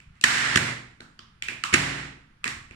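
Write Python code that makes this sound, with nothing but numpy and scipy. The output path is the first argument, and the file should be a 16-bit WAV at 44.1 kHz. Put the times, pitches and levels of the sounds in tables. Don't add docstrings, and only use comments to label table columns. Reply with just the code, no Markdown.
import sys
import numpy as np
from scipy import signal
from scipy.fft import rfft, irfft, next_fast_len
from scipy.io import wavfile

SR = 44100
rng = np.random.default_rng(int(sys.argv[2]) if len(sys.argv) > 2 else 0)


def boost(x):
    u = np.asarray(x, float) / 20
    return 10 ** u


def to_wav(s):
    ch = np.atleast_2d(s).T
    pcm = np.round(np.clip(ch, -1, 1) * 32767)
    wavfile.write(sys.argv[1], SR, pcm.astype(np.int16))


N = 121275


def along(points, hz):
    point_hz, value = np.transpose(points)
    return np.interp(np.log(hz + 1), np.log(point_hz + 1), value)


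def filtered(x, response):
    size = next_fast_len(x.shape[-1] + 8192)
    spectrum = rfft(x, size) * response(np.fft.rfftfreq(size, 1 / SR))
    return irfft(spectrum, size)[..., :x.shape[-1]]


def resonance(f, hz, width, db):
    return boost(db) * 1j * f * width / (hz * hz - f * f + 1j * f * width)


def body(peaks):
    return lambda f: sum((-1) ** k * resonance(f, *peak) for k, peak in enumerate(peaks))


def power(peaks, f):
    return sum(np.abs(resonance(f, *peak)) ** 2 for peak in peaks)


def peak1(x):
    return x / (np.abs(x).max() + 1e-12)


# pitch_hz, likeness [0 to 1]
PORT_LIKENESS = [(60, 1), (200, .95), (400, 1), (900, 0.2), (3000, 0.13), (8000, 0.067)]


def port_angle(hz):
    return np.arccos(np.clip(along(PORT_LIKENESS, hz), -1, 1)) / 2


def diffuse(n):
    def share(hz):
        return np.array([np.cos(port_angle(hz)), np.sin(port_angle(hz))])
    mid, side = filtered(rng.standard_normal((2, n)), share)
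    return np.array([mid + side, mid - side])


# start_s, depth_db, recovery_s
GAIN_DUCKS = [
    (.2375, 34, .318),
    (.556, 10, .15),
    (1.7365, 21, .32),
]


def duck_db(t):
    total = 0
    for start, depth, recovery in GAIN_DUCKS:
        attack = np.clip((t - start) / .001, 0, 1)
        total = total + depth * np.clip(1 - (t - start) / recovery, 0, 1) * attack
    return total


# pitch_hz, level_db [per Hz]
AIR_SPECTRUM = [(15, -9), (25, -7), (200, -10), (277, -25), (591, -32.5), (1330, -22.5), (1440, -22.5),
                (4610, -37.5), (16000, -62.5)]


def air():
    quiet = filtered(diffuse(N), lambda hz: boost(along(AIR_SPECTRUM, hz)))
    hiss = filtered(rng.standard_normal((2, N)), lambda hz: hz > 9000)
    return boost(-59) * quiet / quiet.std() + boost(-75) * hiss


# pitch_hz, level_db
TAIL_COLOUR = [(60, 6.5), (200, -1.5), (600, 5), (1200, 6.5), (2100, 5), (3300, 3), (9500, 0.5), (15000, 9)]
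# pitch_hz, t60_s
TAIL_DECAY = [(60, .6), (130, .72), (400, .55), (1500, .52), (4000, .49), (9000, .43), (14000, .33)]
# pitch_hz, level_db, t60_s
STANDING_WAVES = [(61.3, -2.5, .7), (97.7, 6, 0.35), (120.6, 1, 0.67), (143.5, 2.5, 0.55),
                  (181.9, 1.5, 0.45), (227.8, -1, 0.55), (274.8, -2.5, 0.57)]


def room(n):
    hz, t, z = signal.stft(rng.standard_normal((2, n)), SR, nperseg=256)
    angle = port_angle(hz)[:, None]
    z = np.cos(angle) * z[0] + np.sin(angle) * np.array([z[1], -z[1]])
    decay_db = along(TAIL_COLOUR, hz)[:, None] - 60 * t / along(TAIL_DECAY, hz)[:, None]
    tail = signal.istft(z * boost(decay_db), SR, nperseg=256)[1][:, :n]
    t = np.arange(n) / SR
    delay_s, rise_s = .003, .009
    tail = tail * np.clip((t - delay_s) / rise_s, 0, 1)
    count = len(STANDING_WAVES)
    phases = rng.uniform(0, 2 * np.pi, (count, 1, 1)) + rng.normal(0, 0.081, (count, 2, 1))
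    hum = 0
    for (f, db, t60), phase in zip(STANDING_WAVES, phases):
        hum = hum + boost(db - 60 * t / t60) * np.sin(2 * np.pi * f * t + phase)
    return tail / np.linalg.norm(tail[0]) + boost(-48.5) * hum * np.clip(t / 0.033, 0, 1)


# start_s [centre], level_db, length_s
BENCH_PUSHES = [
    (.097, -45, .028),
    (1.415, -56, .008),
    (1.46, -56, .03),
    (2.712, -48, .015),
    (2.6, -51, .09),
]
# start_s [centre], level_db, length_s
CASE_RUBS = [
    (.175, -61.5, .03),
    (1.733, -23, 0.0049),
    (2.72, -62, .03),
]
# pitch_hz, width_hz, level_db
CASE_PEAKS = [(1065, 900, -8), (1950, 830, 4.5), (2830, 1200, -10.5)]


def swells(rows):
    t = np.arange(N) / SR
    return sum(boost(db + duck_db(s)) * np.exp(-((t - s) / length) ** 2) for s, db, length in rows)


def hand():
    lean = body([(50, 90, 0), (150, 160, -5)])
    low = filtered(rng.standard_normal(N), lambda f: lean(f) ** 2)
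    rub = filtered(diffuse(N), body(CASE_PEAKS + [(5000, 1300, -28.5)]))
    return swells(BENCH_PUSHES) * low / low.std() + swells(CASE_RUBS) * rub / rub.std()


# pitch_hz, width_hz, level_db
STEEL_PEAKS = [(3900, 1200, 1), (5380, 1200, -0.5), (7240, 820, 1.5), (8370, 1200, -3.5),
               (12200, 1700, -8.5)]
# pitch_hz, width_hz, level_db
BENCH_PEAKS = [(70.3, 8.3, -8), (138, 110, 3), (243, 23.3, 10), (334, 40, 11), (582.6, 900, 0.5)]


def blow(ring_hz, steel_db, thump_db, spread_s, case_db, room_db, tail_s):
    t = np.arange(SR // 16) / SR
    u = t / spread_s
    flurry = u * np.exp(-2 * u ** 0.68) * rng.standard_normal(len(t))
    flurry = flurry * np.exp(.5 * rng.standard_normal(len(t)))
    steel_flurry = flurry * rng.choice([1, 1, 1, -1], (2, len(t)))
    push = u * np.exp(-3 * u)

    near = body([(ring_hz, ring_hz / 4, 0)])
    case = [(hz, width, db + case_db) for hz, width, db in CASE_PEAKS]
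    direct = [peak1(filtered(flurry, lambda f: near(f) ** 2 + body(case)(f))),
              boost(steel_db) * peak1(filtered(steel_flurry, body(STEEL_PEAKS))),
              boost(thump_db) * peak1(filtered(push, body(BENCH_PEAKS)))]

    grid = np.arange(0, SR / 2, 10)
    spectra = [np.abs(near(grid)) ** 3 + power(case, grid), power(STEEL_PEAKS, grid), power(BENCH_PEAKS, grid)]
    radiated = np.sqrt(sum(np.sum(d ** 2) * p / p.mean() for d, p in zip(direct, spectra)))
    out = boost(room_db) * filtered(room(round(tail_s * SR)), lambda f: np.interp(f, grid, radiated))
    out[:, :len(t)] += sum(direct)
    return out


# start_s, level_db [peak], pitch_hz [case ring], steel_db, thump_db
SPRING_SNAPS = [
    (.2385, -1, 1750, -2, -23),
    (.5575, -3.5, 1950, -5, -11.5),
    (.568, -19.5, 2042, -1.5, -5.5),
    (.571, -5.5, 2100, -6.5, -15),
    (1.7265, -19.5, 1450, -45, -8),
    (1.7375, -4, 2654, -3.5, -10.5),
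    (1.7405, -5, 1944, -4, -12),
    (1.7555, -9.5, 2000, -34, -30),
]
# start_s, level_db [peak], pitch_hz [case ring], steel_db, thump_db
LATCH_TICKS = [(.0012, -42, 2460, -2, -16.5), (.155, -68.5, 1200, 12, -25), (.2122, -33, 2795, 12, -14.5),
               (1.0038, -34, 1480, -22, -7), (1.006, -37.5, 3900, 2.5, -19), (1.1908, -36, 3250, -18, -46),
               (1.1915, -39, 1210, -24, -25.5), (1.191, -35.5, 5000, -22, -16.5),
               (1.4225, -19.5, 2370, -0.5, -51), (1.4226, -23, 3130, -14.5, -28.5),
               (1.4845, -17, 2445, -3, -30.5), (1.4895, -24.5, 1820, -16.5, -15),
               (1.5175, -54.5, 2200, -28.5, 16), (1.6375, -13, 1224, -0.5, -29.5),
               (1.638, -15.5, 2690, -3, -37), (2.4345, -43, 1223, -14, -20),
               (2.4416, -17.5, 2450, -34, -32), (2.442, -19.5, 1157, 2.5, -39),
               (2.4545, -23.5, 2160, -3, -12.5), (2.459, -21.5, 1900, -33, -13),
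               (2.4655, -20, 1800, -19, -44), (2.472, -33, 1700, -1, -36), (2.4775, -21.5, 1850, 4, -15),
               (2.7095, -34.5, 2430, -8, -8.5)]


def breaker():
    out = np.zeros((2, N + SR))
    snap = dict(spread_s=0.0024, case_db=-5, room_db=-7, tail_s=1)
    tick = dict(spread_s=.0009, case_db=-15, room_db=-1, tail_s=.6)
    for rows, kind in ((SPRING_SNAPS, snap), (LATCH_TICKS, tick)):
        for s, db, ring_hz, steel_db, thump_db in rows:
            level = boost(db + duck_db(s + kind["spread_s"]))
            sound = level * blow(ring_hz, steel_db, thump_db, **kind)
            out[:, round(s * SR):][:, :sound.shape[1]] += sound
    return out[:, :N]


def scene():
    return breaker() + hand() + air()


def top_cut(x):
    return signal.sosfilt(signal.butter(12, 16480, fs=SR, output="sos"), x)


# pitch_hz, level_db
MICROPHONE_CURVE = [(9600, 0), (10400, -10), (15300, -21.5), (15900, -18), (17000, -57)]
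# pitch_hz, level_db [left over right]
PORT_BALANCE = [(300, -.5), (700, 1), (1400, -5), (3000, -6), (5000, -1), (9000, -1), (13000, -7)]


def record(dry):
    def ports(hz):
        colour_db = along(MICROPHONE_CURVE, hz) + np.outer([.5, -.5], along(PORT_BALANCE, hz))
        lead = np.pi * hz * 0.0007206 * hz / (hz + 218)
        return boost(colour_db) * np.exp(np.outer([1j, -1j], lead))
    ducked = dry * boost(-duck_db(np.arange(N) / SR))
    heard = filtered(ducked, ports)
    return top_cut(np.clip(heard, -1, 1))


dry = scene()
out = record(dry)
to_wav(out)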